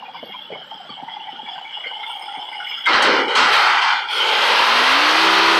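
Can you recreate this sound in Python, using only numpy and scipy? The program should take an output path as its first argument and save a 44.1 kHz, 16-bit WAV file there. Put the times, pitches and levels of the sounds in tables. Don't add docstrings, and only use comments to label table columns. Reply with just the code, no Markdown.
import sys
import numpy as np
from scipy import signal
from scipy.io import wavfile
from scipy.ndimage import uniform_filter1d, map_coordinates

SR = 44100
rng = np.random.default_rng(int(sys.argv[2]) if len(sys.argv) > 2 else 0)


def unload_wav(signal):
    wavfile.write(
        sys.argv[1],
        SR,
        np.round(np.clip(np.atleast_2d(signal).T, -1, 1) * 32767).astype(np.int16),
    )


def amplitude_ratio(level_db):
    exponent = np.asarray(level_db, float) / 20
    return 10 ** exponent


N = 246519

IDLE_FIRING_HZ = 31
REV_TAKES_OVER_S = 4.092
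MIDDLE_DB = -34

# t/s, level/dB
NEARNESS = [(0, -41.5), (.3, -37), (1.0, -36.5), (1.2, -35), (1.68, -37), (1.76, -33), (2.5, -32.5),
            (2.84, -29.5)]
# t/s, peak level/dB, f/Hz
PANEL_THUDS = [(0.084, -42, 670), (0.23, -25, 574), (0.297, -44, 200), (0.505, -24, 510), (0.526, -25, 443),
               (0.554, -31.5, 580), (0.718, -36, 630), (0.894, -34.5, 213), (1.028, -34, 203),
               (1.329, -37.5, 296), (1.43, -36, 200), (1.863, -32, 523), (2.373, -37, 217)]
# t/s, peak level/dB, f/Hz
BLOCK_KNOCKS = [(0.024, -27, 921), (0.083, -28, 790), (0.147, -25.5, 933), (0.293, -38, 790),
                (0.341, -27, 992), (0.554, -32.5, 940), (0.716, -27, 874), (0.74, -36, 813),
                (0.8, -34, 765), (0.85, -35, 660), (0.906, -39, 790), (0.978, -35, 850), (1.08, -26, 900),
                (1.169, -24.5, 862), (1.351, -52, 850), (1.392, -26.5, 866), (1.474, -27, 912),
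                (1.582, -26.5, 885), (1.771, -29, 870), (1.917, -21, 869)]
# t/s, peak level/dB, f/Hz
VALVE_KNOCKS = [(0.0543, -34.5, 2460), (0.3292, -36.5, 2340), (0.5232, -30.5, 2200), (0.8989, -43, 2210),
                (1.086, -31.5, 1980), (1.2744, -37, 1960), (1.4646, -30.5, 2250), (1.6496, -31, 2270),
                (1.6846, -43, 2270), (1.8407, -22, 2146), (2.0338, -24.5, 2110), (2.1675, -48, 2080),
                (2.214, -30, 2170), (2.352, -34, 2240), (2.432, -45, 2260), (2.5272, -26, 2120),
                (2.6674, -24.5, 2130), (2.7162, -24.5, 2200), (2.7796, -39, 1980), (2.862, -9, 2103)]
# t/s, peak level/dB, f/Hz
LOW_CLATTER = [(0.1523, -40, 1520), (0.551, -42, 1155), (0.6125, -42, 1630), (0.8924, -33, 1184),
               (1.3514, -36, 1424), (1.559, -36, 1540), (2.034, -33, 1360), (2.1026, -34.5, 1380),
               (2.2862, -33, 1380), (2.332, -38, 1440), (2.5217, -38, 1530), (2.604, -24, 1470),
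               (2.7726, -30, 1383), (2.8639, -14.5, 1540)]
# t/s, firing rate f/Hz
REV_UP = [(4.1, 37.29), (4.5, 41.78), (4.7, 46.14), (4.9, 51.78), (5.0, 57.9), (5.1, 61.7), (5.2, 64.87),
          (5.4, 66.4), (5.59, 67.64)]


def column(rows, k, t):
    rows = np.array(rows)
    return np.interp(t, rows[:, 0], rows[:, k])


def at_hz(points, hz):
    points = np.array(points)
    return np.interp(np.log(hz + 1), np.log(points[:, 0]), points[:, 1])


def power_sum(rows_db):
    return 10 * np.log10(np.sum(amplitude_ratio(np.array(rows_db)) ** 2, axis=0) + 1e-30)


def flutter(s):
    return 1.2 * np.interp(s * 28.0, np.arange(400), rng.standard_normal(400))


def patches(shape, frames):
    grid = rng.standard_normal((shape[0], shape[1] // 4 + 3))
    where = np.meshgrid(np.arange(shape[0]), np.arange(shape[1]) / max(frames, 4), indexing="ij")
    field = map_coordinates(grid, where, order=1)
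    return field / field.std()


def fired_noise(phase, depth):
    strength = amplitude_ratio(0.52 * rng.standard_normal(600))[phase.astype(int) % 600]
    burst = strength * np.exp(-3.0 * (phase % 1))
    x = rng.standard_normal(N) * (1 + depth * burst)
    return x / x.std()


def shaped(source, colour, edges, levels, grip_db, frames=11.0, shut=0.98, hold=0.0, tint_db=None):
    size, hop = 512, 128
    hz, t, spec = signal.stft(source, SR, nperseg=size, noverlap=size - hop)
    colour_db = at_hz(colour, hz)[:, None]
    gain = amplitude_ratio(colour_db) * np.ones(len(t))
    if tint_db:
        gain *= amplitude_ratio(tint_db(hz, t))
    strong_db = np.maximum(colour_db - colour_db.max(), -20)
    opening = patches(gain.shape, frames) - shut + hold * strong_db
    gain *= amplitude_ratio(grip_db(t) * np.tanh(4.8 * opening))

    band = np.searchsorted(edges, hz)
    drive_db = np.zeros(gain.shape)
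    for k in range(len(edges) + 1):
        power = uniform_filter1d(np.sum(gain[band == k] ** 2, axis=0) / len(hz), size=15)
        drive_db[band == k] = levels(k, t) - 10 * np.log10(power)
    blend = np.exp(-(np.log((hz[:, None] + 1) / (hz + 1)) / 0.21) ** 2)
    gain *= amplitude_ratio(blend @ drive_db / blend.sum(axis=1)[:, None])
    return signal.istft(spec * gain, SR, nperseg=size, noverlap=size - hop)[1][:N]


def bursts(events, width_hz, t60):
    lead_s = 0.004
    out, t = np.zeros(N + SR), np.arange(int(.2 * SR)) / SR
    fade = amplitude_ratio(-60 * (t / t60) ** 2) * np.hanning(2 * len(t))[len(t):]
    r = np.exp(-np.pi * width_hz / SR)
    for s, peak_db, hz in events:
        puff = rng.standard_normal(len(t)) * fade
        for _ in range(2):
            puff = signal.lfilter([1, 0, -1], [1, -2 * r * np.cos(2 * np.pi * hz / SR), r * r], puff)
        out[round((s - lead_s) * SR):][:len(t)] += amplitude_ratio(peak_db) * puff / np.abs(puff).max()
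    return out[:N]


def car_park_floor():
    # f/Hz, level/dB per Hz
    floor_colour = [(60, -33), (110, -19), (160, -5), (600, -18), (900, -8), (1500, -3), (2600, -14),
                    (3200, -6), (3800, -13), (5200, -21), (7000, -42), (15500, -43)]

    def traffic_db(hz, s):
        return 5 * np.outer(hz < 330, np.tanh((1.55 - s) / .1))

    return shaped(rng.standard_normal(N), floor_colour, (), lambda k, s: -47.5, lambda s: 1.5,
                  tint_db=traffic_db)


def idle_level(k, s):
    rest_level_db = (-53, -45.5, -46.5, -31.5)[k]
    follows = (-.6, 0.05, 1, 1)[k]
    flutter_db = (2.4, 3.1, 3.7, 1.75)[k]
    nearness_db = column(NEARNESS, 1, s)
    rest_db = rest_level_db + follows * (nearness_db - MIDDLE_DB) + flutter_db * flutter(s)
    if k == 1:
        for start, end in [(0.139, 0.198), (0.971, 1.72), (1.91, 2.76)]:
            rest_db = rest_db + 6.5 * ((s > start) & (s < end))
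    if k == 3:
        through = (s - 0.32) * IDLE_FIRING_HZ / 6 % 1
        return rest_db - 0.76 * through * np.maximum(-28.5 - nearness_db, 0)

    knocks = (PANEL_THUDS, BLOCK_KNOCKS, VALVE_KNOCKS + LOW_CLATTER)[k]
    opened_db = (-9.5, -10, -9)[k]
    closes_db_per_s = (166, 330, 200)[k]
    levels = [rest_db]
    for at, peak_db, _ in knocks:
        slope = np.where(s > at, closes_db_per_s, 2000)
        levels.append(peak_db + opened_db - slope * np.abs(s - at))
    return power_sum(levels)


def idle():
    # f/Hz, level/dB per Hz
    idle_colour = [(100, -26.5), (200, -37), (640, -8), (840, 17), (1080, -7), (1430, -14), (1780, -19.5),
                   (2200, -2), (2600, -25.5), (2850, 4), (3420, 3), (3750, -40.5), (5150, -16.5),
                   (6500, -89)]
    # f/Hz, level/dB per Hz
    streak_colour = [(3500, -30), (5800, 0), (8000, -3), (10000, -11), (13000, -14), (15500, -15)]

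    def streak_level(k, s):
        return -75.5 + 6.5 * s + 0.1 * (column(NEARNESS, 1, s) - MIDDLE_DB)

    t = np.arange(N) / SR
    source = fired_noise(IDLE_FIRING_HZ * t, depth=0.76)
    leak = shaped(source, idle_colour, (650, 1150, 2550), idle_level,
                  lambda s: 11.0 - 1.8 * s, frames=26.0, shut=-.25, hold=.06)
    streaks = shaped(rng.standard_normal(N), streak_colour, (), streak_level,
                     lambda s: 12.0, frames=30.0, shut=1.4)
    return (leak + streaks) * np.clip((2.88 - t) / 0.015, 0, 1)


def squeals():
    # start t/s, end t/s, start f/Hz, end f/Hz, level/dB
    whistles = [(.02, .08, 14250, 14200, -72), (.13, .22, 12950, 12900, -76), (.21, .48, 12500, 12380, -66),
                (.62, .92, 12750, 12850, -76), (.6, 1.2, 7600, 7900, -71), (1.42, 1.85, 7650, 7600, -73),
                (1.94, 2.04, 14600, 14600, -76), (2.03, 2.26, 14300, 14450, -64),
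                (2.13, 2.3, 13600, 13550, -76), (2.05, 2.42, 8650, 8750, -58),
                (2.52, 2.66, 8950, 9000, -66), (2.64, 3.0, 13250, 13500, -66),
                (2.62, 2.85, 8150, 8050, -66), (1.91, 2.76, 860, 830, -35), (.89, .97, 4500, 4490, -52),
                (2.2, 2.37, 5150, 5100, -52), (2.47, 2.66, 5080, 5150, -50), (4.11, 4.21, 1400, 1400, -30),
                (4.22, 4.85, 850, 1020, -27), (3.12, 3.35, 14450, 14400, -72),
                (3.52, 3.57, 14200, 14200, -60)]
    out = np.zeros(N)
    for start, end, from_hz, to_hz, level_db in whistles:
        waver = rng.standard_normal((2, 140))
        t = np.arange(round(start * SR), round(end * SR)) / SR
        u = (t - start) / (end - start)
        wobble = np.interp((t - start) * 25, np.arange(140), waver[0])
        grain = .6 + np.interp((t - start) * 150, np.arange(140), waver[1])
        hz = from_hz + (to_hz - from_hz) * u + 25 * wobble
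        envelope = np.minimum(u / .1, 1) * (1 - u) ** .4 * amplitude_ratio(level_db + 4) * grain
        out[round(start * SR):][:len(t)] += envelope * np.sin(2 * np.pi * np.cumsum(hz) / SR)
    return out


def knocks_and_pings():
    # t/s, peak level/dB, f/Hz
    steel_pings = [(0.2404, -49, 4560), (0.334, -52, 3690), (0.4135, -37, 3426), (0.8927, -40, 4480),
                   (1.2984, -52, 5250), (1.8632, -45, 4370), (2.0228, -45, 3880), (2.146, -58, 4670),
                   (2.2124, -43, 5080), (2.39, -47, 5200), (2.5202, -46, 4900), (2.6873, -37, 5140),
                   (2.7726, -38, 5130), (2.8589, -27, 3770)]
    block = bursts(BLOCK_KNOCKS, width_hz=119, t60=0.04)
    valves = bursts(VALVE_KNOCKS, width_hz=127, t60=0.094)
    panels = bursts(PANEL_THUDS, width_hz=168, t60=0.037)
    clatter = bursts(LOW_CLATTER, width_hz=88, t60=0.11)
    return block + valves + panels + clatter + bursts(steel_pings, width_hz=39, t60=0.059)


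def cracks():
    # t/s, peak level/dB
    fork_blows = [
        (2.858, -23),
        (3.023, -8.5),
        (3.352, -16),
        (3.42, -27),
        (3.5318, -26),
        (3.8197, -30),
        (3.8764, -42),
    ]
    out, t = np.zeros(N + SR), np.arange(int(.12 * SR)) / SR
    for s, peak_db in fork_blows:
        noise = rng.standard_normal(len(t))
        out[round(s * SR):][:len(t)] += amplitude_ratio(peak_db - 11.5) * noise * amplitude_ratio(-60 * t / 0.14)
    return signal.sosfilt(signal.butter(3, [3600, 9000], "band", fs=SR, output="sos"), out[:N])


def crash_level(k, s):
    # t/s, roar level/dB, ring t/s, boom re roar level/dB, brightness level/dB
    crashes = [
        (2.865, -15.5, 0.084, -10, 3.5),
        (2.931, -15.5, 0.15, -13, 3.5),
        (3.023, -16.5, 0.19, -3.5, 6.5),
        (3.279, -21, 0.11, -8, 6),
        (3.352, -14, .58, -16.5, 12.5),
        (3.527, -19.5, 0.27, -34, 13),
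        (3.817, -19.5, 0.062, -38, 6.5),
        (3.876, -20.5, 0.13, -26, 4.5),
    ]
    steel_db = (2.1, -0.2, -6.5, -36.5)[k]
    bright_share = (0.01, 0.013, 0.12, 1)[k]
    flash_share, flash_s = (0.01, 0.01, 0.74, .6)[k], 0.033
    attack_s = (.05, .009, .004, .003)[k]
    sag_db_per_s, bend_db_per_s2 = (3, 4, 14, 25)[k], (66, 9, 1.4, 6.2)[k]
    release_db_per_s = (40, 118, 130, 120)[k]
    rows = []
    for at, level_db, rings, boom_db, bright_db in crashes:
        age = np.maximum(s - at, 0)
        attack_db = 20 * np.log10(np.clip(age / attack_s, 1e-5, 1))
        sag_db = sag_db_per_s * age + bend_db_per_s2 * age ** 2
        release_db = release_db_per_s * np.maximum(age - rings, 0)
        edge_db = bright_db * (bright_share + flash_share * np.exp(-age / flash_s))
        colour_db = steel_db + boom_db * (k == 0) + edge_db
        rows.append(level_db + colour_db + attack_db - sag_db - release_db)
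    return power_sum(rows)


def rev_level(k, s):
    full_db, gap_db = (-33, -19.5, -21.5, -41.5)[k], (36, 12, 7.2, 14)[k]
    rise_s, growth_db_per_s = (0.039, 0.25, 0.062, 0.01)[k], (0.83, 0.7, 0.27, 1.6)[k]
    age = s - REV_TAKES_OVER_S
    rising_db = growth_db_per_s * age - gap_db * np.exp(-np.maximum(age, 0) / rise_s)
    return full_db + rising_db + 600 * np.minimum(age, 0)


def steel_and_roar():
    # f/Hz, level/dB per Hz
    work_colour = [(59, -65), (100, -48), (264, -16), (319, -3.5), (362, -20.5), (394, -9.5), (614, -5.5),
                   (956, 1.5), (1260, 6), (2520, -3.5), (2990, -8), (4460, -9.5), (7100, -19), (11100, -24),
                   (15500, -35.5)]
    # f/Hz, width f/Hz, level/dB
    body = [(870, 90, 4), (1007, 60, 11.5), (1255, 38, 4.5), (1440, 34, 0.5), (1585, 41, 5.5),
            (1685, 68, 3.5), (1980, 130, 5), (2745, 175, 5.5), (3130, 120, 5.5), (4260, 76, 5.5)]
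    # f/Hz, level/dB
    crash_tint = [(180, -14), (280, 3), (420, -11.5), (600, -5.5), (1100, 3), (2000, 0.5), (4000, 1),
                  (8000, 8), (11000, -5.5), (15000, -4)]
    # f/Hz, level/dB
    valleys = [(200, -10), (480, 11.5), (620, -10), (850, 6), (1100, -22), (1450, 1), (1720, -18.5),
               (2100, 0.5), (2400, 7.5), (2650, -17), (2900, 17), (3400, 15), (3900, 5.5), (5200, 3.5)]
    # start, attack, hold, release t/s
    scrape = (3.45, .08, .1, .22)

    def levels(k, s):
        rev_db = rev_level(k, s) + (2.2, .4, .6, 1.1)[k] * flutter(s)
        return power_sum([crash_level(k, s), rev_db])

    def grip(s):
        heard_db = power_sum([crash_level(1, s), rev_level(1, s) + 8])
        least = np.where(s < REV_TAKES_OVER_S, 0.19, .1)
        return np.clip((-11 - heard_db) / 13, least, 1)

    def tint_db(hz, s):
        body_db = sum(level_db / (1 + (2 * (hz - at) / width_hz) ** 2) for at, width_hz, level_db in body)
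        scraping = np.interp(s, np.cumsum(scrape), [0, 1, 1, 0])
        steel = (s < REV_TAKES_OVER_S) * (1 - scraping)
        crash_db = np.outer(at_hz(crash_tint, hz), steel)
        return body_db[:, None] + crash_db + np.outer(at_hz(valleys, hz), grip(s))

    t = np.arange(N) / SR
    phase = np.cumsum(column(REV_UP, 1, t)) / SR
    cycle = np.interp(phase / 2 % 1 * 400, np.arange(401), rng.standard_normal(401))
    source = fired_noise(3 * phase, depth=.2) + .66 * cycle * (t > REV_TAKES_OVER_S)
    return shaped(source, work_colour, (650, 2500, 6000), levels,
                  lambda s: 11.0 * grip(s), frames=36.0, shut=-1.3, hold=.08, tint_db=tint_db)


def engine_tones():
    # multiple of firing rate, level/dB, emerging t/s
    orders = [
        (3, -13, 5.2),
        (5, 0, 4.7),
        (6, -1, 5.2),
        (18.55, 1, 5.25),
        (26, -4, 5.2),
        (65, -10, 5.15),
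    ]
    t = np.arange(N) / SR
    firing_hz = column(REV_UP, 1, t)
    phase = np.cumsum(firing_hz) / SR
    tones = np.zeros(N)
    for multiple, level_db, start in orders:
        waver = rng.standard_normal(120)
        rise = np.clip((t - start) / .15 + .5, 0, 1)
        unsteady_db = np.log(multiple) * np.interp(t * 20, np.arange(120), waver)
        tones += rise * amplitude_ratio(level_db + unsteady_db) * np.sin(2 * np.pi * multiple * phase)
    tone_db = -29 - .62 * np.maximum(64.65 - firing_hz, 0)
    return np.sqrt(2) * amplitude_ratio(tone_db) * tones


def scene():
    truck = idle() + squeals() + knocks_and_pings()
    lift = cracks() + steel_and_roar() + engine_tones()
    return (car_park_floor() + truck + lift)[None]


def low_pass(x):
    return signal.sosfilt(signal.butter(12, 15640, fs=SR, output="sos"), x)


def record(dry):
    # f/Hz, width f/Hz
    cavity_dips = [
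        (7100, 380),
        (9450, 310),
    ]
    x = signal.sosfilt(signal.butter(6, 135, "high", fs=SR, output="sos"), dry)
    shaved = x / (1 + np.abs(x / .5) ** 12) ** (1 / 12) - x
    x = x + signal.sosfiltfilt(signal.butter(2, 7000, fs=SR, output="sos"), shaved)
    for hz, width_hz in cavity_dips:
        x = signal.lfilter(*signal.iirnotch(hz, hz / width_hz, SR), x)
    rumble_band = signal.butter(1, [35, 90], "band", fs=SR, output="sos")
    rumble = signal.sosfilt(rumble_band, rng.standard_normal(x.shape))
    mix = x + amplitude_ratio(-89) * rumble / rumble.std()
    return low_pass(mix)


dry = scene()
out = record(dry)
unload_wav(out)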